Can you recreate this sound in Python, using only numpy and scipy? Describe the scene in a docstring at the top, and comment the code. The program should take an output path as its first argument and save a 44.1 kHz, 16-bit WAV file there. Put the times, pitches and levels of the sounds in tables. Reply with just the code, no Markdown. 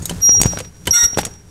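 """A low axle rumble and a few steel clinks open the scene, close by in a quiet garage, as a floor
jack is worked by hand under a car's suspension. On each of two strokes a dry pivot squeals on one
high note by stick-slip friction; in the second, slips that recur only every few cycles add a
buzzing chatter of subharmonics. Each squeal stops and its echo fades unevenly in the room.
Around the squeals the linkage clinks, scrapes and clunks, and there are a few dull, low pops."""
import sys
import numpy as np
from scipy import signal
from scipy.fft import irfft
from scipy.io import wavfile

SR = 44100
rng = np.random.default_rng(int(sys.argv[2]) if len(sys.argv) > 2 else 0)


def wrap_up_sound(samples):
    """Save the sound to the file named by the first command line argument, as 16-bit audio."""
    columns = np.atleast_2d(samples).T
    # keep every value between -1 and 1, then stretch to whole-number steps
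    tamed = np.clip(columns, -1, 1)
    steps = np.round(tamed * 32767).astype(np.int16)
    wavfile.write(sys.argv[1], SR, steps)


N = 66150
T = np.arange(N) / SR
SWING_HZ = 47.4  # bandwidth of the flicker in the pivot's partials
# spectrum of sliding metal: frequency_hz, relative_db
FRICTION_SPECTRUM = [(200, 5), (600, 2), (1500, 4), (2500, -1), (4500, -1), (6600, 2), (9000, 0),
                     (12000, -6), (15500, -15.5)]


def amp(db):
    """Amplitude ratio of a level in decibels."""
    return 10 ** (np.asarray(db) / 20)


def unit(x):
    """Normalisation to rms 1."""
    return x / np.sqrt(np.mean(x ** 2) + 1e-20)


def level(points):
    """Gain interpolated through (time_s, level_db) points, silent outside them."""
    return amp(np.interp(T, *np.transpose(points), left=-120, right=-120))


def band(x, lo_hz, hi_hz):
    """Causal band-pass filter."""
    edges_hz = [lo_hz, min(hi_hz, SR / 2 - 500)]
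    return signal.sosfilt(signal.butter(2, edges_hz, btype="band", fs=SR, output="sos"), x)


def noise(gain):
    """Random-phase noise of rms 1 with the amplitude spectrum gain(frequency_hz)."""
    spectrum = gain(np.fft.rfftfreq(N, 1 / SR)) * np.exp(2j * np.pi * rng.random(N // 2 + 1))
    return unit(irfft(spectrum, N))


def coloured(points):
    """Noise whose spectral envelope follows (frequency_hz, relative_db) points."""
    hz, db = np.transpose(points)
    return noise(lambda f: amp(np.interp(np.log(f + 1), np.log(hz), db)))


def drift(rate_hz):
    """Low-pass random fluctuation of rms 1."""
    return noise(lambda f: np.exp(-(f / rate_hz) ** 2) * (f > 0))


def envelope(start_s, rise_s, decay_s, hold_until_s=0):
    """Linear attack, optional hold, exponential decay."""
    decaying_s = np.maximum(T - max(start_s + rise_s, hold_until_s), 0)
    return np.clip((T - start_s) / rise_s, 0, 1) * np.exp(-decaying_s / decay_s)


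def axle_rumble():
    """Resonance under broadband forcing: the loaded suspension rumbles and rings the underbody."""
    loudness = [(0, -28), (.08, -37), (.125, -33), (.2, -30), (.27, -42), (.36, -30), (.44, -28.5),
                (.52, -35), (.6, -32), (.72, -44), (.85, -42), (.9, -26), (.97, -53), (1.14, -43),
                (1.2, -32), (1.29, -36.5), (1.36, -44.5), (1.5, -44.5)]  # time_s, level_db
    spectrum = [(15, -1), (35, -4.5), (65, 4), (110, 4), (180, -7), (260, -11.5), (450, -14), (700, -22),
                (1500, -31.5), (4000, -58)]  # frequency_hz, relative_db
    underbody_modes = [(103.7, 10, -10), (172.7, 5.8, -6.5), (227, 15, -23), (305.8, 2.6, -18.5),
                       (408.4, 1.9, -16)]  # centre_hz, half_width_hz, relative_db
    hollow = sum(amp(db) * noise(lambda f: 1 / (1 + ((f - hz) / width) ** 2))
                 for hz, width, db in underbody_modes)
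    return level(loudness) * (coloured(spectrum) + hollow)


def sliding_hiss():
    """Friction noise: metal sliding under load gives a faint, grainy hiss."""
    loudness = [(0, -43.5), (.11, -40), (.2, -41.5), (.3, -42.5), (.4, -40.5), (.47, -39.5), (.53, -35),
                (.6, -44.5), (.7, -54), (.83, -52), (.92, -49), (1.1, -45.5), (1.27, -46), (1.38, -56.5),
                (1.5, -54.5)]  # time_s, level_db
    return level(loudness) * unit(coloured(FRICTION_SPECTRUM) * amp(2 * drift(400)))


def ringing(modes, blows):
    """Modal superposition: each blow excites a set of exponentially decaying sinusoids."""
    out = np.zeros(N)
    for start, blow_db in blows:
        t = np.maximum(T - start, 0)
        for hz, db, t60 in modes:
            out += amp(blow_db + db - 60 * t / t60) * np.sin(2 * np.pi * hz * t)
    return out


def link_clinks():
    """Free vibration: a small steel link, when struck, rings in high inharmonic modes."""
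    modes = [(1529, -21, .1), (2159, -20, .08), (3558, -15, .1), (4570, -9, .08), (6565, 0, .12),
             (6960, -1, .12), (7790, -12, .08), (8323, -1, .11), (10600, -16, .07)]  # pitch_hz, relative_db, t60_s
    blows = [(0.022, -33.5), (.057, -30.5), (.4152, -16), (0.4327, -23), (0.588, -38), (1.252, -38)]  # start_s, level_db
    return ringing(modes, blows)


def linkage_knocks():
    """Impact noise: each knock or scrape is a brief, gritty burst with a broad spectrum."""
    # start_s, rise_s, decay_s, bass_db, body_db, middle_db, treble_db, top_db
    contacts = [(0.024, 0.0018, 0.007, -20.5, -56, -58, -33.5, -51),
                (0.055, 0.0015, 0.0041, -40, -41, -32, -18, -19),
                (0.0946, 0.0008, 0.0069, -26.5, -40, -25.5, -21, -34),
                (0.11, 0.00069, 0.014, -20.5, -30, -34.5, -58, -52),
                (.402, .00085, .0024, -17, -27, -30, -25, -40),
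                (0.4148, 0.00018, 0.0021, -6, -20, -15, -1.5, -9),
                (.4338, .0002, .0012, -28, -30, -14, -12, -21),
                (0.457, 0.0068, 0.0078, -18, -27.5, -29.5, -27, -33.5),
                (.534, 0.00069, 0.0036, -51, -20, -57, -50, -54),
                (.573, .0004, .006, -27, -27, -28, -44, -52),
                (0.586, 0.0027, 0.0058, -48, -49, -26, -27, -35.5),
                (0.6018, 0.00025, 0.0057, -37, -30, -26.5, -28.5, -55),
                (0.647, 0.00076, 0.0056, -60, -50, -36.5, -56, -60),
                (0.8558, 0.00038, 0.0082, -63, -54, -34.5, -39, -47),
                (0.87, 0.0027, 0.0026, -20, -27.5, -18, -17.5, -18.5),
                (0.878, 0.0026, 0.013, -21.5, -27.5, -27.5, -30, -52),
                (1.022, 0.018, 0.03, -29, -37.5, -61, -63, -58),
                (1.131, 0.0011, 0.0035, -24, -32.5, -52, -68, -65),
                (1.144, 0.0014, 0.0066, -50, -76, -33.5, -53, -65),
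                (1.1735, .0005, .0035, -20, -22, -29, -22.5, -35.5),
                (1.179, .01, .0068, -19, -15.5, -18, -23.5, -27.5),
                (1.201, 0.015, 0.0023, -46, -67, -32, -30, -35),
                (1.2318, 0.0004, 0.0047, -33, -24.5, -26, -61, -56),
                (1.2503, 0.00051, 0.0048, -58, -36, -23, -15.5, -34),
                (1.265, 0.0021, 0.0078, -25, -29, -37, -36, -53),
                (1.338, 0.00065, 0.0036, -50, -54, -47, -42, -76.5)]
    bands = [(45, 196), (260, 776), (1200, 5100), (6200, 9210), (9800, 13200)]  # bass to top: low_hz, high_hz
    out = np.zeros(N)
    for k, (lo, hi) in enumerate(bands):
        grit = rng.standard_normal(N) * np.exp(0.33 * drift(1200))
        grit = unit(band(grit, lo, hi))
        decay_scale = 0.75 if k == 0 else 1  # the bass dies sooner
        for start, rise, decay, *band_db in contacts:
            shape = envelope(start, rise, decay * decay_scale)
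            out += amp(band_db[k]) * unit(shape * grit) * np.sqrt(np.mean(shape ** 2))
    return out


def suspension_clunks():
    """Damped oscillation: each loose part sounds one short, hollow pitch."""
    clunks = [(.112, 169.2, -24, 0.014, 0.034), (.4545, 108, -7, .003, .006),
              (0.055, 3840, -21.5, 0.0008, 0.0036), (.345, 840, -26.5, 0.0059, 0.0032),
              (.456, 540, -21.5, 0.004, 0.0027), (.534, 579, -28, 0.0028, 0.0094),
              (.573, 1520, -22.5, 0.00084, 0.0042), (.602, 503, -22, 0.0026, 0.0079),
              (1.022, 50, -25, 0.014, 0.027), (1.1737, 380, -3, .0005, .0008),
              (1.1848, 1530, -12, .0012, .0025), (1.189, 830, -8, .0014, .0025)]  # start_s, pitch_hz, level_db, rise_s, decay_s
    return sum(amp(db) * envelope(start, rise, decay) * np.sin(2 * np.pi * hz * (T - start))
               for start, hz, db, rise, decay in clunks)


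def frame_clanks():
    """Free vibration: the jack's struck frame rings lower and more briefly than the link."""
    modes = [(388, -10, .07), (544, -12, .06), (974, -13, .09), (1577, -15, .06), (2020, -5, .02),
             (2860, -8, .025), (3036, -2, .04), (8500, -11, .04)]  # pitch_hz, relative_db, t60_s
    blows = [(0.0954, -20), (0.8752, -9.5)]  # start_s, level_db
    return ringing(modes, blows)


def pivot_phase(pitch_hz, waver):
    """Phase is the integral of frequency, which wanders by the rms fraction waver."""
    return 2 * np.pi * np.cumsum(pitch_hz * (1 + waver * drift(70))) / SR


def swell(points, smoothing_s=.0004):
    """A resonator's amplitude cannot jump, so the corners of its level curve are rounded."""
    pole = np.exp(-1 / (smoothing_s * SR))
    return signal.filtfilt([1 - pole], [1, -pole], level(points))


def squeal(phase, note_levels, octave_levels, flicker_db=2.5, shimmer_db=.3):
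    """Self-excited friction oscillation: a nearly pure note with a flickering second harmonic."""
    octave = swell(octave_levels) * amp(flicker_db * drift(SWING_HZ)) * np.sin(2 * phase)
    shimmer = amp(shimmer_db * drift(110))
    return np.sqrt(2) * shimmer * (swell(note_levels) * np.sin(phase) + octave)


def first_stroke():
    """Stick-slip friction: the dry pivot squeals on one high note, whose echo fades unevenly."""
    note_levels = [(.205, -48), (.22, -23), (.232, -11), (.282, -8), (.365, -11), (.404, -14), (.424, -32),
                   (.462, -21.5), (0.494, -21.5), (.575, -33.5), (.605, -49), (.655, -39), (.69, -46),
                   (0.713, -71), (.745, -52.5), (0.868, -54.5)]  # the squeal and its echo: time_s, level_db
    octave_levels = [(0.209, -78), (.22, -27.5), (0.268, -25.5), (.296, -53.5), (.335, -31), (.363, -52),
                     (.405, -40), (.43, -62)]  # time_s, level_db
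    phase = pivot_phase(pitch_hz=5706, waver=.0006)
    roughness_rad = .012
    return squeal(phase + roughness_rad * drift(550), note_levels, octave_levels)


def low_pops():
    """Pressure transients: short, dull pops and thumps, each a sudden push with a slower rebound."""
    pulses = [(.2933, .48, .0016), (.4032, -.3, .002), (.416, .4, .002), (.4341, -.5, .0006),
              (.4476, -.42, .0005), (.4572, .45, .0015), (.4587, -.5, .006), (.573, -.22, .002),
              (1.174, .5, .002)]  # start_s, signed_gain, push_length_s
    out = np.zeros(N)
    for start, gain, length in pulses:
        age = np.maximum(T - start, 0) / length
        out += gain * (age > 0) * (1 - age) * np.exp(-age)
    return band(out, 30, 5200)


def subharmonics(phase, partials, cycles, swing_db=2.2, jitter_rad=.15, wander_rad=.3):
    """Slips that repeat every few cycles sound at multiples of the note's frequency / cycles."""
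    out = np.zeros(N)
    for harmonic, db in partials:
        gain = amp(db + swing_db * drift(SWING_HZ))
        offset = 2 * np.pi * rng.random() + jitter_rad * drift(210) + wander_rad * drift(SWING_HZ)
        out += gain * np.sin(harmonic * phase / cycles + offset)
    return np.sqrt(2) * out


def slow_chatter(phase, fast_gain):
    """Period multiplication: a slip every 8 cycles buzzes, fluttering against the faster slips."""
    partials = [(1, -47), (2, -24.5), (3, -31), (4, -37.5), (5, -30), (6, -27.5), (7, -47), (9, -29),
                (10, -34), (11, -28), (12, -45), (13, -30), (14, -38), (18, -44), (19, -45), (21, -47),
                (22, -41)]  # harmonic_number, relative_db
    loudness = [(.928, -23), (.937, -2), (.952, 0), (.98, -5.5), (1.026, -10), (1.044, -1), (1.056, -6),
                (1.068, -27)]  # dips while the fast chatter sounds: time_s, level_db
    buzz = subharmonics(phase, partials, cycles=8)
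    rasp = amp(-36) * coloured(FRICTION_SPECTRUM)
    alignment = phase / 24 + .3 * drift(60)  # the two slip patterns line up every 24 cycles
    flutter = 1.4 * fast_gain * np.cos(alignment) + np.cos(2 * alignment)
    return level(loudness) * (buzz + rasp) * (1 + .17 * flutter)


def fast_chatter(phase):
    """Period multiplication: a slip every third cycle, in a pattern that repeats every 24."""
    partials = [(4, -42), (8, -30.5), (16, -28), (23, -34.5), (25, -30.5), (32, -35.5), (40, -48),
                (47, -44), (56, -43.5), (62, -50)]  # harmonic_number, level_db
    return subharmonics(phase, partials, cycles=24)


def tail_flutter(start_s, rate_hz=43.7):
    """Amplitude modulation: the squeal's echo in the room flutters in level as it dies away."""
    depth = .4 * envelope(start_s - .01, rise_s=.0096, decay_s=1)
    return 1 - depth * np.cos(2 * np.pi * rate_hz * np.maximum(T - start_s, 0))


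def second_stroke(stop_s=1.072):
    """Stick-slip with subharmonics: the pivot bites, chatters and stops; its echo fades unevenly."""
    note_levels = [(0.907, -50), (0.9095, -4.5), (0.923, -17), (.932, -11.5), (.941, -14.5), (.958, -9.5),
                   (1.002, -15), (1.013, -9.5), (1.025, -13), (1.061, -8.5), (1.071, -21.5), (1.118, -28),
                   (1.143, -22.5), (1.163, -35), (1.18, -28), (1.235, -38), (1.275, -37), (1.303, -52),
                   (1.315, -42), (1.41, -51.5), (1.44, -65), (1.5, -56)]  # the squeal and its echo: time_s, level_db
    octave_levels = [(.906, -55), (.912, -24.5), (.94, -29), (.975, -36.5), (1.059, -35), (1.1, -55.5),
                     (1.2, -61)]  # time_s, level_db
    phase = pivot_phase(pitch_hz=5672, waver=.0014)
    fast_gain = envelope(start_s=.96, rise_s=.025, decay_s=.006, hold_until_s=1.04)
    slow_buzz = slow_chatter(phase, fast_gain)
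    bite = envelope(start_s=.907, rise_s=.0004, decay_s=.006)
    roughness_rad = .055 * (T < stop_s) + .2 * bite
    note = squeal(phase + roughness_rad * drift(550), note_levels, octave_levels)
    return note * tail_flutter(stop_s), slow_buzz + fast_gain * fast_chatter(phase)


def garage_reverb(x):
    """Reverberation: diffuse reflections die away, the high bands sooner than the low."""
    decay_bands = [(40, 570, 0.72), (523, 3260, 0.65), (2610, 8300, 0.38), (8650, 25000, 0.35)]  # low_hz, high_hz, t60_s
    reflections = rng.standard_normal(N) * (rng.random(N) < .1) * np.clip(T / 0.003, 0, 1)
    tail = sum(band(reflections, lo, hi) * amp(-60 * T / t60) for lo, hi, t60 in decay_bands)
    return signal.fftconvolve(x, tail / np.linalg.norm(tail))[:N]


def scene():
    """Superposition of all sources, alike in both channels; the hits and chatter reverberate."""
    first_squeal = first_stroke()
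    second_squeal, chatter = second_stroke()
    hits = linkage_knocks() + suspension_clunks() + link_clinks() + frame_clanks()
    room = garage_reverb(amp(-21.5) * hits + amp(-16) * chatter)
    pivot = first_squeal + second_squeal + chatter
    mono = pivot + hits + low_pops() + axle_rumble() + sliding_hiss() + room
    return np.array([mono, mono])


def record(dry, cutoff_hz=15750):
    """Overload and band limiting: the loudest clink clips, then a low-pass cuts the top treble."""
    low_pass = signal.firwin(511, cutoff_hz, window=("kaiser", 9), fs=SR)
    return signal.oaconvolve(np.clip(dry, -1, 1), low_pass[None], "same")


dry = scene()
out = record(dry)
wrap_up_sound(out)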